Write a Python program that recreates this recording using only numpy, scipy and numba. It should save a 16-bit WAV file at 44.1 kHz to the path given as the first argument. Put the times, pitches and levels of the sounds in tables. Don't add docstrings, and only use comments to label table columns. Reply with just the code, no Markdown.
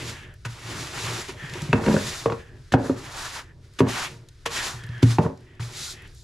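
import sys
import numpy as np
from scipy import signal
from scipy.fft import rfft, irfft, next_fast_len
from scipy.io import wavfile
from scipy.ndimage import uniform_filter1d
from numba import njit

SR = 44100
rng = np.random.default_rng(int(sys.argv[2]) if len(sys.argv) > 2 else 0)


def waveform_to_disk(signal):
    frames = np.transpose(np.atleast_2d(signal))
    scaled = np.clip(frames, -1, 1) * 32767
    samples = np.round(scaled).astype(np.int16)
    wavfile.write(sys.argv[1], SR, samples)


N = 274743
PADDED = next_fast_len(N)

# frequency in Hz, relative level in dB per Hz.
HUM_COLOUR = [(12, -44.5), (20, -3), (45, -6.5), (65, -1.5), (92, -4.5), (132, -4.5), (211, -37.5),
              (360, -25), (560, -37), (850, -44.5), (1500, -30.5), (2690, -38), (3970, -35), (5240, -36),
              (8380, -44.5), (10800, -47.5), (15000, -65.5)]
HUM_DB = -48.5
# time in seconds, level in dB over the hum's own treble.
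RUSTLE = [(0.2, -19), (0.36, -1.5), (0.44, 0.5), (2.4, -5), (2.6, 1), (2.7, 1), (3.44, -7), (3.54, -5.5),
          (3.61, -4), (3.65, 3.5), (3.698, -0.5), (3.77, 6.5), (4.15, 8), (4.25, -2), (4.44, 0.5),
          (5.3, 4.5), (5.36, -2), (5.45, -1.5), (5.55, -8), (6.1, 3), (6.22, -4)]
# frequency in Hz, side level over mid level in dB for equal inputs.
WIDTH = [(25, -7), (60, -32), (150, -25), (300, -12), (1000, -11), (2500, -6), (5000, -10), (8000, -12),
         (12000, -9)]
ROOM_T60_S, ROOM_DB = 0.29, -12.5

# time in seconds, relative level in dB, centre in Hz.
TICKS = [(0.0967, -26.5, 4800), (0.3395, -44, 7500), (0.871, -20.5, 3440), (1.497, -27, 3000),
         (1.537, -21.5, 3500), (1.619, -23, 4700), (3.7367, -43, 5000), (3.8786, -40, 3000),
         (3.886, -19, 2850), (4.287, -33, 4240), (4.35, -50, 3500), (4.836, -34, 5000), (4.866, -42, 7500),
         (4.98, -36, 3250), (5.375, -42.5, 3700), (5.407, -49, 4600), (5.5508, -49, 3700),
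         (6.021, -41, 7500), (6.075, -41, 5000), (6.148, -43, 6570)]

# pitch in Hz, relative level in dB, free ring time (t60) in seconds.
TRAY_MODES = [(73.8, -4.5, 0.2), (96, -2.5, 0.23), (117.04, -0.5, 0.31), (143, 3, 0.13),
              (169.7, -2.5, 0.17), (215.8, -1.5, 0.19), (236, -7, 0.27), (262.2, -2, 0.19),
              (319.4, 4.5, 0.052), (366.2, -0.5, 0.13), (410.5, -0.5, 0.087), (463.5, -1.5, 0.17),
              (544, -3.5, 0.096), (597, -5, 0.14), (650, -10.5, 0.044), (757, -2, 0.086), (877, -7, 0.048),
              (946, -4.5, 0.09), (958, 1, 0.084), (1094, 0, 0.038), (1241, -3.5, 0.044), (1492, 3, 0.03),
              (1670, 4, 0.019), (1787, 3.5, 0.031), (2160, -3, 0.026), (2610, -2, 0.034), (2780, 1, 0.013),
              (3480, -2, 0.0059)]
SPOTS = {"floor": (122, 1501, -5, -24, -40, -24, -10), "flat": (119.5, 1349, -13.5, -24.5, -24, -12, -11),
         "middle": (278, 1468, -17, -3, -26, -29, -19), "heel": (145.5, 904, -3.5, -16, -22.5, -48, -39),
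         "edge": (368, 937, -21, -8.5, -14.5, -11, -29), "wall": (267, 547, -15.5, -8, -9, -25, -34),
         "slide": (222, 547, -4, -4, -11, -11, -22.5), "corner": (463.5, 1122, -11.5, -15, -5, -14, -47),
         "rim": (159, 865, -7.5, -7.5, -4.5, -15.5, -41), "brim": (606, 980, -13, -7, -12, -15.5, -41),
         "belly": (118, 366, -3.5, -20, -36, -40, -50), "knuckle": (219, 545, -6.5, -2, -10.5, -22, -17),
         "nook": (469, 1120, -14, -15, -7.5, -12, -48), "rub": (266, 758, -9.5, -12, -12.5, -13.5, -30),
         "rattle": (264, 964, -3.5, -5, -11.5, -13, -13), "lip": (241, 2607, -5.5, -9, -9.5, -10.5, -23),
         "side": (544, 1490, -12, -7.5, -11.5, -15.5, -17), "foot": (263, 798.5, -7.5, -8.5, -8, -16, -30),
         "seam": (268, 411, -5.5, -8.5, -10, -16.5, -30.5), "tips": (93.5, 1301, -11, -3, -17, -13, -4.5)}
KNOCK_BANDS_HZ = [125, 280, 650, 1500, 4000]
FAVOUR_DB, FAVOUR_WIDTH = 12.5, 0.091
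# time in seconds, relative level in dB, hardness in dB gained per band
KNOCKS = [(0.451, -14, 1, 1.2, "flat"), (1.185, -24, -8, 0.47, "edge"), (1.29, -21.5, -1, 0.64, "edge"),
          (1.434, -22, -0.5, 0.54, "heel"), (1.522, -19, 2, 0.53, "heel"),
          (1.553, -23.5, 1.5, 0.88, "edge"), (1.619, -14.5, -0.8, 0.49, "heel"),
          (1.689, -12.5, -1, 0.44, "heel"), (1.729, 2, 0, 0.78, "lip"), (1.81, -19, 0, 0.6, "side"),
          (1.839, -17, 2.5, 0.54, "side"), (1.862, -9.5, 2.5, 0.68, "slide"), (1.882, -8, 0, 1.06, "slide"),
          (1.941, -5, -1.5, 0.7, "knuckle"), (1.965, -6.5, -0.5, 0.77, "side"),
          (2.258, -4.5, -2.5, 0.57, "corner"), (2.299, -10, -3, 0.61, "nook"),
          (2.321, -8.5, -2, 0.35, "nook"), (2.721, -13, -1.2, 0.89, "tips"),
          (2.738, 4.5, -0.5, 0.61, "foot"), (2.895, -6.5, -3, 0.58, "wall"),
          (3.789, -18, 3.5, 0.37, "tips"), (3.804, 0.5, 0, 0.99, "seam"), (4.459, -18.5, 4, 0.86, "corner"),
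          (4.731, -25, -3.5, 0.59, "floor"), (4.837, -20, 2.5, 0.71, "floor"),
          (4.889, -19.5, -0.6, 0.92, "floor"), (4.948, -24.5, 2, 0.96, "floor"),
          (5.028, 3.5, 0.5, 0.52, "middle"), (5.03, -5.5, -1.5, 1.03, "belly"),
          (5.184, -1.5, -1.1, 0.93, "rim"), (5.237, -26, -3, 0.6, "rim"), (5.249, -18, -6, 0.55, "rim"),
          (5.256, -17, -1.5, 0.3, "heel"), (5.595, -18.5, -4.5, 1.05, "flat")]
SCATTER_DB = 1.2
# lower edge in Hz, upper edge in Hz, level in dB over the blow's band, t60 in seconds.
CRACKS = [(300, 930, -15, 0.12), (1010, 3050, -8.5, 0.038), (2180, 5400, -8.5, 0.027),
          (500, 1280, -5, 0.012)]
CRACK_RISE_S = 0.0018
# start in seconds, end in seconds, level in dB at the start,
# level in dB at the end, spot.
SCRAPES = [(1.75, 1.863, -20, -20.5, "rub"), (1.868, 1.937, -12, -20, "rattle"),
           (2.752, 2.86, -17.5, -24, "wall"), (3.812, 3.888, -22.5, -16, "rub"),
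           (5.047, 5.091, -19, -20, "middle"), (5.203, 5.263, -23.5, -11.5, "brim"),
           (5.265, 5.34, -28, -42, "wall")]
JUDDERS_PER_S, JUDDER_SHARE = 250, 0.45
JUDDER_FAVOUR, JUDDER_DETUNE = 0.5, 0.04

# frequency in Hz, relative level in dB per Hz.
FINE_COLOUR = [(2120, -41), (3600, -1.5), (6370, -4.5), (7230, -4.5), (8600, -12.5), (10500, -12),
               (13600, -26.5), (14200, -21.5), (15100, -53.5)]
COARSE_COLOUR = [(1200, -6.5), (1900, 3), (2600, 2.5), (3400, -0.5), (5000, -35.5)]
DRAG_COLOUR = [(300, -9.5), (600, -6), (950, 2), (1400, 1), (1900, -2), (2800, -60.5)]
# contact ramp start in seconds, a level time in seconds, fade start in seconds (any
# order), fine sand level in dB at those three moments once sorted in time, fade in dB per second, coarse sand
# in dB over the fine, drag in dB over the fine, tray rumble in dB when the fine sand is at its third level.
STROKES = [(-0.1, 0.0, 0.097, -46, -44.5, -41.5, 163, 0, -4.5, -41),
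           (0.48, 0.55, 0.67, -48, -51.5, -49.5, 148, -1, -2, -54),
           (0.636, 0.696, 1.01, -62, -44.5, -40.5, 100, -0.5, -1.5, -39.5),
           (0.897, 1.05, 1.221, -67, -39.5, -38.5, 402, -2, -2, -41.5),
           (1.238, 1.287, 1.275, -45, -56, -42.5, 200.3, 1.5, -2, -38.5),
           (1.409, 1.577, 1.78, -60.5, -50.5, -48.5, 250, 2, -1.5, -40.5),
           (1.792, 1.94, 2.176, -50, -33.5, -40, 103, -2.5, -4, -43),
           (2.294, 2.307, 2.218, -65, -36, -25.5, 312, -1, 2, -50),
           (2.766, 2.867, 2.96, -54, -46.5, -56.5, 160, -3, 1.5, -38.5),
           (2.953, 3.223, 3.394, -56.5, -37.5, -42, 340, -1, 1, -68),
           (3.83, 3.891, 4.047, -72, -39, -36.5, 210, 0.5, -0.5, -47.5),
           (4.49, 4.575, 4.679, -44.5, -34.5, -34.5, 181, -3.5, -1.5, -49),
           (5.045, 5.106, 5.11, -44, -33.5, -31.5, 243, -2.5, -1.5, -42),
           (5.207, 5.233, 5.32, -52, -49.5, -70, 203, 2, 6, -55.5),
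           (5.604, 5.727, 5.8, -48, -49, -53, 150, -4.5, -6.5, -48.5),
           (5.713, 5.852, 5.924, -50, -34, -39.5, 440, -12, -27, -76),
           (6.115, 6.158, 6.3, -71, -56, -56.5, 130, -20, -28, -89)]
CONTACT_S, RUMBLE_SHARE = 0.024, 0.65
SETTLE_DB, SETTLE_S = -29.5, 0.022
# time in seconds, fine sand level in dB.
LANDINGS = [(0.45, -33.5), (1.727, -70), (2.258, -67), (2.721, -32.5), (2.74, -59), (3.789, -31),
            (4.458, -29.5), (5.025, -30), (5.599, -45.5)]
SLAP_RISE_S, SLAP_FADE_DB_S = 0.01, 605
SLAP_COARSE_DB, SLAP_DRAG_DB = 1, 1
# start in seconds, end in seconds, coarse sand in dB at
# the start and at the end, lower and upper whistle pitch in Hz before sag and wander, their levels in dB over
# the coarse sand, tray rumble in dB.
WHISTLES = [(0.1, 0.376, -50.5, -62, 1830, 2600, 5.5, -16, -59),
            (1.367, 1.584, -47, -55, 1860, 3400, 7.5, -7.5, -69),
            (2.355, 2.627, -59, -73, 1830, 2500, 9, -6.5, -52.5),
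            (3.402, 3.54, -73, -62.5, 1780, 2380, 10, -7, -58),
            (4.082, 4.282, -80, -93.5, 1490, 2940, 16, 3, -52),
            (4.559, 4.66, -41, -39, 1740, 1050, 5.5, -22, -70),
            (4.73, 5.085, -59, -51, 1800, 3390, 7, -3.5, -53.5),
            (5.362, 5.611, -73.5, -58.5, 1970, 2670, 2.5, -10, -57),
            (5.745, 5.931, -63, -55, 1440, 2960, 8, -3, -80),
            (5.827, 5.882, -64, -66, 4250, 5200, 1, -5, -73),
            (5.904, 6.094, -54, -51, 1870, 2630, 0, -8, -49.5)]
WHISTLE_FINE_DB, WHISTLE_DRAG_DB = -16, -12
WHISTLE_EDGE_S, WHISTLE_SAND_PAN_DB = 0.075, 1.5
STILL_RUMBLE_DB = -61
STEP = 8
WHISTLE_T60_S = (0.016, 0.032)
WANDER, SAG_PER_S = 0.015, 0.12
SWELL_DB = 1.2

# frequency in Hz, level in dB over the right port.
LEFT_PORT = [(3000, 0), (6000, -0.06), (9000, 1), (13000, 1.4)]
PORT_LAG_S, TOP_HZ = 1.1e-5, 14900
LIMIT_DB, LIMIT_RATIO, ATTACK_S, RELEASE_S = -15, 1.36, 0.0013, 0.075


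def undb(db):
    return 10 ** (np.asarray(db) / 20)


def unit(x):
    return x / np.sqrt(np.mean(x ** 2))


def colour(x, table):
    hz, db = np.transpose(table)
    f = np.maximum(np.fft.rfftfreq(PADDED, 1 / SR), 1)
    gain = undb(np.interp(np.log(f), np.log(hz), db))
    return irfft(rfft(x, PADDED) * gain, PADDED)[..., :x.shape[-1]]


def walk(rate):
    hold = int(SR / rate)
    steps = np.repeat(rng.standard_normal(N // hold + 1), hold)
    return unit(uniform_filter1d(uniform_filter1d(steps, hold), hold)[:N])


def spread(mid, side):
    side = colour(side, WIDTH)
    return np.array([mid + side, mid - side])


def hum():
    mid, side = (unit(colour(rng.standard_normal(N), HUM_COLOUR)) for _ in range(2))
    both = spread(mid, side)
    bass = signal.sosfilt(signal.butter(2, 500, fs=SR, output="sos"), both)
    treble = both - bass
    bass_db = 1.5 * walk(13) + 1.8 * walk(4)
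    treble_db = np.interp(np.arange(N) / SR, *np.transpose(RUSTLE)) + walk(18)
    return undb(HUM_DB) * (bass * undb(bass_db) + treble * undb(treble_db))


def room(x):
    t = np.arange(int(.5 * SR)) / SR
    tails = rng.standard_normal((2, len(t))) * 1000 ** (-t / ROOM_T60_S) * (t > .003)
    tails = colour(tails / np.sqrt(np.sum(tails[0] ** 2)), [(200, 3.5), (2000, 4.5), (8000, -14)])
    mid, side = (signal.fftconvolve(x, tail)[:N] for tail in tails)
    return undb(ROOM_DB) * spread(mid, undb(6.0) * side)


def ticks():
    out, t = np.zeros(N), np.arange(600) / SR
    for s, db, hz in TICKS:
        sos = signal.butter(2, (hz / 2, hz * 1.8), "band", fs=SR, output="sos")
        burst = unit(signal.sosfilt(sos, rng.standard_normal(len(t)))) * 1000 ** (-t / 0.024)
        first = int(s * SR)
        out[first:first + len(t)] += undb(db - 10.0) * burst
    return out


def ring(x, hz, t60):
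    r, w = np.exp(-np.log(1000) / (t60 * SR)), 2 * np.pi * hz / SR
    return signal.lfilter([0, r * np.sin(w)], [1, -2 * r * np.cos(w), r * r], x)


def crunch(spread_db):
    grit = undb(10.0) * (rng.random(N) < .005)
    grains = undb(spread_db * np.minimum(rng.exponential(size=N), 5.0))
    return unit(rng.standard_normal(N) * (grains + grit))


def rumble(gain):
    jolts = crunch(spread_db=2.5) * undb(3.5 * walk(20))
    shake = sum(undb(db - 4.65 * np.log2(hz / 118)) * ring(jolts, hz, t60) for hz, db, t60 in TRAY_MODES[:18])
    tone = [(40, -35.0), (90, -8.0), (120, -2), (170, -6.0), (250, -6.5),
            (350, 1.5), (480, -3.5), (1500, -2.0), (3000, -4.5)]
    return gain * unit(colour(shake, tone))


def favour(hz, low_hz, high_hz):
    return sum(FAVOUR_DB * np.exp(-(np.log(hz / f) / FAVOUR_WIDTH) ** 2) for f in (low_hz, high_hz)) - 9.0


def scrapes():
    free_hz, mode_db, t60 = np.transpose(TRAY_MODES)[:, :, None]
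    out, t = np.zeros(N), np.arange(5000) / SR
    for start, end, start_db, end_db, name in SCRAPES:
        low_hz, high_hz, *bands_db = SPOTS[name]
        db = np.interp(np.log(free_hz), np.log(KNOCK_BANDS_HZ), bands_db) + mode_db
        db = db + JUDDER_FAVOUR * favour(free_hz, low_hz, high_hz)
        for _ in range(3):
            hz = free_hz * (1 + JUDDER_DETUNE * rng.standard_normal(free_hz.shape))
            fade = undb(db) * 1000 ** (-t / (t60 * JUDDER_SHARE))
            swing = 1 - np.exp(-(t * hz) ** 2)
            tones = np.sin(2 * np.pi * (hz * t + rng.random(hz.shape)))
            body = np.sum(fade * swing * tones, axis=0)
            count = int((end - start) * SR)
            caught = rng.random(count) < JUDDERS_PER_S / SR
            catches = caught * rng.uniform(-1, 1, count) * undb(np.linspace(start_db, end_db, count))
            sound = signal.fftconvolve(catches, body)
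            first = int(start * SR)
            out[first:first + len(sound)] += sound
    return out


def knocks():
    hz, mode_db, t60 = np.transpose(TRAY_MODES)[:, :, None]
    out, t = np.zeros(N), np.arange(10000) / SR
    swing = 1 - np.exp(-(t * hz / 0.86) ** 2)
    sine, cosine = swing * np.sin(2 * np.pi * hz * t), swing * np.cos(2 * np.pi * hz * t)
    short = t[:3000]
    cracks = []
    for lo_hz, hi_hz, db, crack_t60 in CRACKS:
        sos = signal.butter(2, (lo_hz, hi_hz), "band", fs=SR, output="sos")
        cracks.append((sos, undb(db) * 1000 ** (-short / crack_t60) * np.minimum(short / CRACK_RISE_S, 1)))
    for s, level_db, hard_db, share, name in KNOCKS:
        low_hz, high_hz, *bands_db = SPOTS[name]
        bands_db = np.array(bands_db, float) + hard_db * (np.arange(len(bands_db)) - 2)
        bands_db[3:] -= 1.5 * max(-17 - level_db, 0)
        favour_db = favour(hz, low_hz, high_hz) + SCATTER_DB * rng.standard_normal(hz.shape)
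        db = np.interp(np.log(hz), np.log(KNOCK_BANDS_HZ), bands_db) + mode_db + favour_db
        fade = undb(db) * np.exp(-np.log(1000) * t / (t60 * share))
        phase = 3 * rng.standard_normal(hz.shape)
        blow = np.sum(fade * (np.cos(phase) * sine + np.sin(phase) * cosine), axis=0)
        for (sos, tail), band_db in zip(cracks, bands_db[[2, 3, 4, 2]]):
            noise = unit(signal.sosfilt(sos, rng.standard_normal(len(tail))))
            blow[:len(tail)] += undb(band_db) * tail * noise
        first = int(s * SR)
        out[first:first + len(t)] += undb(level_db) * blow
    return signal.sosfilt(signal.butter(2, 58, "high", fs=SR, output="sos"), out)


@njit
def sing(x, hz, keep):
    y, z = np.empty(len(x)), 0j
    for i in range(len(x)):
        z = z * keep * np.exp(2j * np.pi * hz[i] / SR) + x[i]
        y[i] = z.imag
    return y


def whistle(gains, noise):
    out = np.zeros_like(noise)
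    wander, swell = [walk(10), walk(8.9)], [walk(25), walk(25)]
    for gain, row in zip(gains, WHISTLES):
        span = slice(max(int((row[0] - .1) * SR), 0), int((row[1] + .1) * SR))
        for hz, db, t60, drift, puff in zip(row[4:6], row[6:8], WHISTLE_T60_S, wander, swell):
            sag = SAG_PER_S * np.arange(len(drift[span])) / SR
            pitch = hz * (1 + WANDER * drift[span] - sag)
            keep = 1000 ** (-1 / (t60 * SR))
            band = np.array([sing(x[span], pitch, keep) for x in noise])
            out[:, span] += gain[span] * undb(db + SWELL_DB * puff[span]) * unit(band)
    return out


def sand():
    patchy = walk(30)
    layers = []
    for table, spread_db, flicker_db, swell_db in ((FINE_COLOUR, 1.8, .8, .7), (COARSE_COLOUR, 1.8, 1.2, 1.0),
                                                   (DRAG_COLOUR, 2.1, 1.6, 1.2)):
        mid, side = (unit(colour(crunch(spread_db), table)) for _ in range(2))
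        uneven_db = 1.56 * patchy + flicker_db * walk(45) + swell_db * walk(13)
        layers.append(spread(mid, side) * undb(uneven_db))
    return np.array(layers)


def brush(t):
    strokes, slaps = np.zeros((2, 4, len(t)))
    for ramp_start, level_time, fade_start, *db, fade_db_s, coarse_db, drag_db, rumble_db in STROKES:
        fine_db = np.interp(t, sorted((ramp_start, level_time, fade_start)), db)
        fine_db = fine_db - fade_db_s * np.maximum(t - fade_start, 0)
        shake_db = rumble_db + RUMBLE_SHARE * (fine_db - db[2])
        contact = np.clip((t - ramp_start) / CONTACT_S, 0, 1)
        strokes += contact * undb([fine_db, fine_db + coarse_db, fine_db + drag_db, shake_db])
    keep = np.exp(-STEP / (SETTLE_S * SR))
    strokes[:2] += undb(SETTLE_DB) * signal.lfilter([1 - keep], [1, -keep], strokes[:2])
    for s, db in LANDINGS:
        down = np.clip((t - s) / SLAP_RISE_S + .5, 0, 1) ** 2
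        fine_db = db - SLAP_FADE_DB_S * np.maximum(t - s, 0)
        slaps[:3] += down * undb([fine_db, fine_db + SLAP_COARSE_DB, fine_db + SLAP_DRAG_DB])
    whistles = []
    for start, end, *ends_db, _, _, _, _, rumble_db in WHISTLES:
        near = np.clip(np.minimum(t - start, end - t) / WHISTLE_EDGE_S + .5, 0, 1) ** 3
        db = np.interp(t, (start, end), ends_db)
        gains_db = [db + WHISTLE_FINE_DB, db, db + WHISTLE_DRAG_DB, np.full(len(t), rumble_db)]
        whistles.append(near * undb(gains_db))
    return strokes, slaps, np.array(whistles)


def scene():
    gains = brush(np.arange(0, N, STEP) / SR)
    strokes, slaps, each_whistle = (np.repeat(gain, STEP, axis=-1)[..., :N] for gain in gains)
    with_whistles = each_whistle.sum(axis=0)
    grains = sand()
    pan = undb([[WHISTLE_SAND_PAN_DB / 2], [-WHISTLE_SAND_PAN_DB / 2]])
    sweep = np.sum((strokes + slaps)[:3, None] * grains, axis=0)
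    sweep += pan * np.sum(with_whistles[:3, None] * grains, axis=0)
    whistling = whistle(each_whistle[:, 1], spread(*rng.standard_normal((2, N))))
    shaking = rumble(strokes[3] + with_whistles[3] + undb(STILL_RUMBLE_DB))
    tray = knocks() + scrapes() + ticks() + shaking
    return hum() + tray + room(tray) + whistling + sweep


@njit
def follow(x, attack, release):
    y, e = np.empty(len(x)), 1e-6
    for i in range(len(x)):
        e += (x[i] - e) * (attack if x[i] > e else release)
        y[i] = e
    return y


def record(dry):
    lag = np.exp(-2j * np.pi * np.fft.rfftfreq(PADDED, 1 / SR) * PORT_LAG_S)
    late = irfft(rfft(dry[0], PADDED) * lag, PADDED)[:N]
    both = np.array([colour(late, LEFT_PORT), dry[1]])
    loud = follow(np.abs(both).max(axis=0), 1 / (ATTACK_S * SR), 1 / (RELEASE_S * SR))
    both = both * np.minimum(undb(LIMIT_DB) / loud, 1) ** (1 - 1 / LIMIT_RATIO)
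    return signal.sosfilt(signal.ellip(10, .2, 70, TOP_HZ, fs=SR, output="sos"), both)


dry = scene()
out = record(dry)
waveform_to_disk(out)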